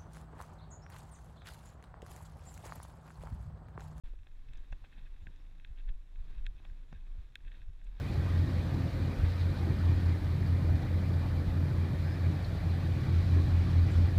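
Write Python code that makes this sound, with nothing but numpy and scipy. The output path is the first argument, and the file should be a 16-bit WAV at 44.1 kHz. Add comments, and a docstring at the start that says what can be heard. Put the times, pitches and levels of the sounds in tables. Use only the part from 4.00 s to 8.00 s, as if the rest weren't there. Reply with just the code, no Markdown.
"""Mountain bike on a dry dirt trail

Heard from a cased camera on the rider's chest. Wind and body sway rumble on the microphone
and swell with each pedal stroke. The tyres crunch over grit and scuff through dry grass.
Sharp ticks and dull knocks from the bike ring briefly in the case, which muffles the treble."""
import sys
import numpy as np
from scipy import signal
from scipy.fft import rfft, irfft
from scipy.io import wavfile
from scipy.ndimage import uniform_filter1d

SR = 44100
rng = np.random.default_rng(int(sys.argv[2]) if len(sys.argv) > 2 else 0)


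def to_wav(sig):
    """Store sig (one row per channel, or 1-D mono) as 16-bit WAV at the path in sys.argv[1].

    Samples outside -1..1 are clipped; the rate is SR.
    """
    pcm = np.clip(np.atleast_2d(sig), -1, 1) * 32767
    pcm = np.round(pcm).astype(np.int16)
    wavfile.write(sys.argv[1], SR, pcm.T)  # frames by channels


N = 176400
T = np.arange(N) / SR


def from_db(db):
    """Decibels to gain."""
    return 10 ** (np.asarray(db) / 20)


def unit_rms(x):
    """Scale to unit power."""
    return x / np.sqrt(np.mean(x ** 2) + 1e-20)


def curve(rows):
    """Linear interpolation of (time_s, value) points."""
    return np.interp(T, *np.transpose(rows))


def butter(x, hz, kind="low", order=2):
    """Butterworth filter, low-pass by default."""
    return signal.sosfilt(signal.butter(order, hz, kind, fs=SR, output="sos"), x + 1e-18)


def drift(rate_hz):
    """Smooth random wander, unit RMS."""
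    hop, settle = 40, 2000
    pole = np.exp(-2 * np.pi * rate_hz * hop / SR)
    white = rng.standard_normal(N // hop + settle + 2)
    slow = signal.lfilter([1], [1, -2 * pole, pole * pole], white)[settle:]
    return np.interp(np.arange(N) / hop, np.arange(len(slow)), unit_rms(slow))


def noise(spectrum):
    """Unit-power noise shaped by (freq_hz, level_db) points, rolled off beyond both ends."""
    hz, db = np.transpose(spectrum)
    bins_hz = np.maximum(np.arange(N // 2 + 1) * SR / N, 1)
    gain = from_db(np.interp(np.log(bins_hz), np.log(hz), db))
    skirts = np.minimum(bins_hz / hz[0], 1) ** 2 * np.minimum(hz[-1] / bins_hz, 1) ** 2
    return unit_rms(irfft(rfft(rng.standard_normal(N)) * gain * skirts, N))


def steady(x, span_s):
    """Flatten the envelope of a noise; unit power."""
    size = int(span_s * SR)
    power = np.abs(signal.hilbert(x)) ** 2
    smoothed = uniform_filter1d(uniform_filter1d(power, size), size)
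    return unit_rms(x / np.sqrt(smoothed + 1e-9))


def swell_power(rows):
    """Summed power of Gaussian swells: centre_s, half_width_s, level_db."""
    return sum(from_db(db) ** 2 * np.exp(-np.minimum(((T - centre_s) / half_s) ** 2, 50))
               for centre_s, half_s, db in rows)


def impulses(rows):
    """One impulse per (start_s, level_db)."""
    out = np.zeros(N)
    for start_s, db in rows:
        out[int(np.clip(start_s * SR, 0, N - 1))] += from_db(db)
    return out


def ring(force, modes, vary_db=0):
    """Decaying modes, normalised by their total gain; vary_db lets each mode's drive wander."""
    out = 0
    for hz, db, t60_s in modes:
        radius = np.exp(-np.log(1000) / (t60_s * SR))
        real = radius * np.cos(2 * np.pi * hz / SR)
        drive = force * from_db(vary_db * drift(rate_hz=36)) if vary_db else force
        out += from_db(db) * signal.lfilter([1, -real], [1, -2 * real, radius ** 2], drive + 1e-18)
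    return out / sum(from_db(db) for _, db, _ in modes)


# Hiss spectrum: freq_hz, density_db
HISS_SPECTRUM = [(300, -7), (3800, 7.5), (4800, -10), (5400, 7), (6200, 3), (7000, 5), (8500, 0),
                 (12500, -2.5), (14500, -11), (16000, -42)]


def hiss(level_db=-86.5):
    """Faint, steady noise floor."""
    return from_db(level_db) * noise(HISS_SPECTRUM)


# Wind and sway strength: time_s, level_db
WIND_LEVEL = [(.05, -38.5), (.13, -41.5), (.2, -47), (.27, -53), (.38, -41), (.45, -51), (.5, -42),
              (.6, -39), (.66, -51), (.73, -38), (.9, -56.5), (1.0, -44.5), (1.11, -42.5), (1.18, -46.5),
              (1.66, -47.5), (1.82, -39.5), (1.9, -31.5), (1.98, -39.5), (2.06, -54.5), (2.2, -35.5),
              (2.27, -42), (2.36, -38), (2.48, -33.5), (2.53, -45), (2.6, -52), (2.7, -41), (2.77, -44.5),
              (2.83, -44), (2.89, -51), (2.98, -45), (3.14, -39), (3.25, -46.5), (3.36, -59.5),
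              (3.47, -39.5), (3.58, -50), (3.67, -39.5), (3.79, -48.5), (3.89, -39), (4.0, -46.5)]
# Buffeting spectrum: freq_hz, density_db
WIND_SPECTRUM = [(12, -2.5), (19, -7.5), (26, 5.5), (33, -3.5), (43, -10.5), (54, -25.5), (75, -37),
                 (120, -45.5)]


def wind():
    """Wind and body sway buffet the microphone with a deep rumble."""
    return from_db(curve(WIND_LEVEL)) * steady(noise(WIND_SPECTRUM), span_s=0.063)


# Pedal strokes: centre_s, level_db
PEDAL_STROKES = [(.205, -55), (0.724, -48), (1.231, -48), (1.716, -45), (2.206, -46), (2.713, -48.5),
                 (3.198, -41.5), (3.694, -46)]
# Frame shudders: centre_s, half_width_s, level_db
FRAME_SHUDDERS = [(.50, 0.031, -56.5), (.83, 0.023, -58), (.99, 0.033, -58.5), (1.29, 0.013, -52),
                  (1.5, 0.12, -66.5), (1.9, 0.0056, -51.5), (2.27, 0.034, -70), (2.45, 0.21, -60),
                  (2.955, 0.024, -48.5), (3.12, 0.0096, -54), (3.46, 0.02, -57), (3.6, 0.034, -59),
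                  (3.95, 0.016, -63)]
# Body and frame rumble spectrum: freq_hz, density_db
THUD_SPECTRUM = [(35, -11.5), (55, -1), (72, 2.5), (100, -6.5), (160, -14), (250, -31.5), (500, -38)]


def body_thuds(half_width_s=0.011, pitch_hz=67.55, wander_hz=9.6, rustle_db=-11, floor_db=-64):
    """Each pedal stroke jolts the camera for a couple of cycles; rough ground makes it shudder."""
    jolt_power = swell_power([(centre_s, half_width_s, db) for centre_s, db in PEDAL_STROKES])
    sway_hz = pitch_hz + wander_hz * drift(rate_hz=18.6)
    sway = np.sqrt(2 * jolt_power) * np.sin(2 * np.pi * np.cumsum(sway_hz) / SR)
    rustle_power = jolt_power * from_db(rustle_db) ** 2
    rumble_power = rustle_power + swell_power(FRAME_SHUDDERS) + from_db(floor_db) ** 2
    return sway + np.sqrt(rumble_power) * steady(noise(THUD_SPECTRUM), span_s=0.022)


# Brake disc squeaks: centre_s, half_width_s, pitch_hz, level_db
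DISC_SQUEAKS = [(1.242, .022, 7030, -87), (1.408, .008, 5380, -85), (2.668, .032, 7060, -94),
                (2.683, .007, 5300, -82), (2.895, .017, 7080, -91), (3.627, .008, 5500, -90)]


def brake_squeaks(waver_hz=170, chatter_db=4):
    """A disc grazes its pad and sings briefly on an unsteady pitch."""
    detune_hz = waver_hz * drift(rate_hz=280)
    chatter = unit_rms(from_db(chatter_db * drift(rate_hz=90)))
    out = 0
    for centre_s, half_s, hz, db in DISC_SQUEAKS:
        envelope = np.sqrt(2 * swell_power([(centre_s, half_s, db)]))
        out += envelope * np.sin(2 * np.pi * np.cumsum(hz + detune_hz) / SR)
    return chatter * out


# Cracks of stems and small stones: start_s, level_db, pitch_hz
STEM_SNAPS = [(.4875, -68, 5000), (0.535, -63, 7300), (0.5735, -60.5, 5800), (0.721, -59, 5700),
              (0.725, -66, 5800), (1.3605, -62, 5400), (2.9266, -58, 4960), (3.8436, -60.5, 6800)]


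def snaps(decay_s=0.0033, width_octaves=0.52):
    """Stems and small stones crack in thin, bright bursts of band noise."""
    white = rng.standard_normal(N)
    edge_ratio = 2 ** (width_octaves / 2)
    out = 0
    for start_s, db, hz in STEM_SNAPS:
        envelope = (T >= start_s) * np.exp(-np.clip((T - start_s) / decay_s, 0, 20))
        out += from_db(db) * butter(envelope * white, [hz / edge_ratio, hz * edge_ratio], "band")
    return out


# Camera case resonances: freq_hz, gain_db, t60_s
CASE_MODES = [(1630, 3.5, 0.016), (1800, 4, 0.0098), (2207, 2, 0.0075), (2572, 4.5, 0.015),
              (3235, 3, 0.0092), (3470, -2.5, 0.015), (3650, -1.5, 0.017), (5100, -16.5, 0.004),
              (7130, -22, 0.0083), (11400, -23, 0.0052), (13100, -3.5, 0.0063)]


def camera_case(force, vary_db=0, split_hz=5000, treble_db=-14, leak_hz=900, leak_db=-6):
    """The case rings in its main band; weaker treble modes and a dull leak pass the wall too."""
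    body = ring(force, [mode for mode in CASE_MODES if mode[0] < split_hz], vary_db)
    body = butter(body, hz=1480, kind="high", order=10)
    body = butter(body, hz=4000, order=10)
    treble = ring(force, [mode for mode in CASE_MODES if mode[0] >= split_hz])
    return body + from_db(treble_db) * treble + from_db(leak_db) * butter(force, leak_hz)


def thump(start_s, db, hz, delay_s=0.0008, rise_cycles=0.31):
    """A soft blow that swells and dies within about two cycles."""
    cycles = np.maximum(T - start_s - delay_s, 0) * hz
    age = np.minimum(cycles / rise_cycles, 60)
    return from_db(db) * age * np.exp(1 - age) * np.sin(2 * np.pi * cycles)


# Camera mount resonances: freq_hz, gain_db, t60_s
MOUNT_MODES = [(293, -16.5, 0.11), (430, -12, 0.0077), (550, 4, 0.012), (798, -8, 0.022),
               (984, -2.5, 0.026)]
# Contacts within one knock: delay_s, gain_db
KNOCK_CONTACTS = [(0, 0), (.0011, 4), (.0025, 4), (.0039, -4.5), (.0064, -5.5)]
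# Knocks over bumps: start_s, mount_db, case_db, cutoff_hz, thump_db, thump_hz
BUMP_KNOCKS = [(0.1353, -78, -76, 885, -53, 420), (0.267, -64, -63, 2000, -70, 250),
               (.549, -65.5, -71, 2000, -76, 250), (.7252, -50.5, -41.5, 2300, -45, 135),
               (.841, -57, -57, 2600, -82, 197), (.980, -61.5, -64, 2600, -51, 160),
               (1.2694, -63, -62, 1020, -48, 174), (1.891, -62, -71, 2940, -63, 182),
               (2.6, -65, -64, 1500, -56, 298), (2.65, -59.5, -54, 2600, -70, 250),
               (2.9261, -52, -56, 1900, -41, 142)]


def knocks(ring_gain_db=2):
    """A quick rattle of contacts shakes the mount and the case, over a dull thump."""
    mount_force = case_force = thumps = 0
    for start_s, mount_db, case_db, cutoff_hz, thump_db, thump_hz in BUMP_KNOCKS:
        contacts = [(start_s + delay_s * rng.uniform(1.0, 1.05), db) for delay_s, db in KNOCK_CONTACTS]
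        force = butter(impulses(contacts), cutoff_hz)
        mount_force += from_db(mount_db) * force
        case_force += from_db(case_db) * force
        thumps += thump(start_s, thump_db, thump_hz)
    return from_db(ring_gain_db) * (ring(mount_force, MOUNT_MODES) + camera_case(case_force)) + thumps


# Hard contacts of bike and stones: start_s, level_db, cutoff_hz
HARD_TICKS = [(0.0735, -56, 2500), (.189, -58.5, 2980), (.2326, -59, 4000), (0.2698, -51.5, 4030),
              (0.4872, -59, 4000), (0.5343, -50, 7000), (0.645, -58, 3000), (.7215, -50, 2800),
              (.7305, -45, 2200), (0.8474, -48, 3330), (0.9265, -47, 2000), (0.974, -52, 2460),
              (1.163, -54.5, 2500), (1.269, -35, 2160), (1.3612, -57.5, 6000), (1.5983, -49.5, 3000),
              (1.6476, -40.5, 3870), (1.878, -60, 3000), (1.8899, -47.5, 2800), (2.158, -53, 2900),
              (2.3813, -54.5, 7140), (2.4652, -33.5, 7660), (2.6508, -48, 3000), (2.698, -51.5, 2200),
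              (2.9275, -45, 2190), (3.066, -56.5, 2970), (3.3555, -32, 9500), (3.449, -52, 3000),
              (3.4806, -49, 3500), (3.5176, -47, 3500), (3.5443, -51, 2800), (3.8142, -53.5, 2500)]


def ticks(gain_db=6, direct_db=-15, touch_lead_s=0.00093, touch_db=-15.5):
    """A light touch, then a hard hit, rings the case; each tick has its own brightness."""
    force = 0
    for start_s, db, cutoff_hz in HARD_TICKS:
        contacts = [(start_s - touch_lead_s, db + touch_db), (start_s, db)]
        force += butter(impulses(contacts), cutoff_hz, order=4)
    return from_db(gain_db) * (camera_case(force) + from_db(direct_db) * force)


def grain_force(per_s, spread_db, max_db, cutoff_hz=4400):
    """Randomly timed contacts under the tread, mostly small."""
    sizes = from_db(np.minimum(rng.exponential(spread_db, N), max_db))
    signs = rng.choice([-1, 1], N)
    hits = rng.random(N) < per_s / SR
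    return butter(sizes * signs * hits, cutoff_hz)


def grit(per_s):
    """Crushed grains ring the case in changing colours; unit power."""
    return unit_rms(camera_case(grain_force(per_s, spread_db=2, max_db=8), vary_db=3.5))


def pebbles(gain_db=10):
    """Stray small stones click under the tread and ring the case."""
    return from_db(gain_db) * camera_case(grain_force(per_s=40, spread_db=1.5, max_db=4.5))


# Rolling strength: time_s, level_db
ROLL_LEVEL = [(.05, -66), (.18, -75.5), (.37, -72), (.55, -69.5), (.78, -69.5), (1.0, -69), (1.16, -71),
              (1.3, -69), (1.65, -72), (1.85, -70.5), (2.05, -74), (2.31, -66.5), (2.53, -71.5),
              (2.65, -67.5), (2.87, -71.5), (3.0, -72), (3.2, -69), (3.36, -73.5), (3.56, -67.5),
              (3.71, -74), (4.0, -67.5)]
# Rolling noise spectrum: freq_hz, density_db
ROLL_SPECTRUM = [(120, -3), (280, 8.5), (400, 0.5), (600, -2.5), (1100, -2), (1350, -4.5), (1600, -5),
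                 (2300, -5.5), (3000, -10.5), (3700, -6), (4500, -14), (7000, -24), (15000, -29.5)]
# Scuffs through loose grit: centre_s, half_width_s, level_db
TYRE_SCUFFS = [(.077, 0.003, -73), (.488, 0.0047, -69), (.56, 0.026, -69), (.648, 0.01, -69.5),
               (.853, 0.0075, -68), (.927, 0.016, -70.5), (.99, 0.018, -67), (1.068, 0.0097, -67),
               (1.79, 0.016, -66.5), (1.889, 0.0083, -63.5), (2.32, 0.032, -72), (2.456, 0.0048, -62),
               (2.59, 0.0082, -66.5), (2.652, 0.003, -60.5), (2.71, 0.019, -84), (2.955, 0.037, -72),
               (3.478, 0.014, -66.5), (3.542, 0.023, -66), (3.62, 0.011, -69.5), (3.87, 0.011, -68),
               (3.985, 0.031, -70)]


def tyres(rush_db=-2, rush_flutter_db=0.8, grit_db=-13, grit_flutter_db=2.5,
          scuff_rush_db=-12, scuff_grit_db=-1):
    """Rolling tread makes a soft rush and a gritty crunch; both flare in the coarser scuffs."""
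    roll_db = curve(ROLL_LEVEL)
    scuff_power = swell_power(TYRE_SCUFFS)
    roll_gain = from_db(roll_db + rush_db + rush_flutter_db * drift(rate_hz=60))
    rush_gain = np.sqrt(roll_gain ** 2 + from_db(scuff_rush_db) ** 2 * scuff_power)
    fine = from_db(roll_db + grit_db + grit_flutter_db * drift(rate_hz=63)) * grit(per_s=950)
    coarse = from_db(scuff_grit_db) * np.sqrt(scuff_power) * grit(per_s=550)
    return rush_gain * noise(ROLL_SPECTRUM) + fine + coarse + from_db(roll_db) * pebbles()


def scene():
    """Mono sum at the microphone."""
    return (wind() + body_thuds() + tyres() + ticks() + knocks() + snaps() + brake_squeaks() + hiss())[None]


def record(dry):
    """Brief silence, a quick fade-in and a steep cut of the top treble."""
    start_s, fade_s, stop_hz, stop_db = 0.036, 0.004, 16500, 50
    fade_in = np.clip((T - start_s) / fade_s, 0, 1)
    return signal.sosfilt(signal.cheby2(12, stop_db, stop_hz, fs=SR, output="sos"), dry * fade_in)


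dry = scene()
out = record(dry)
to_wav(out)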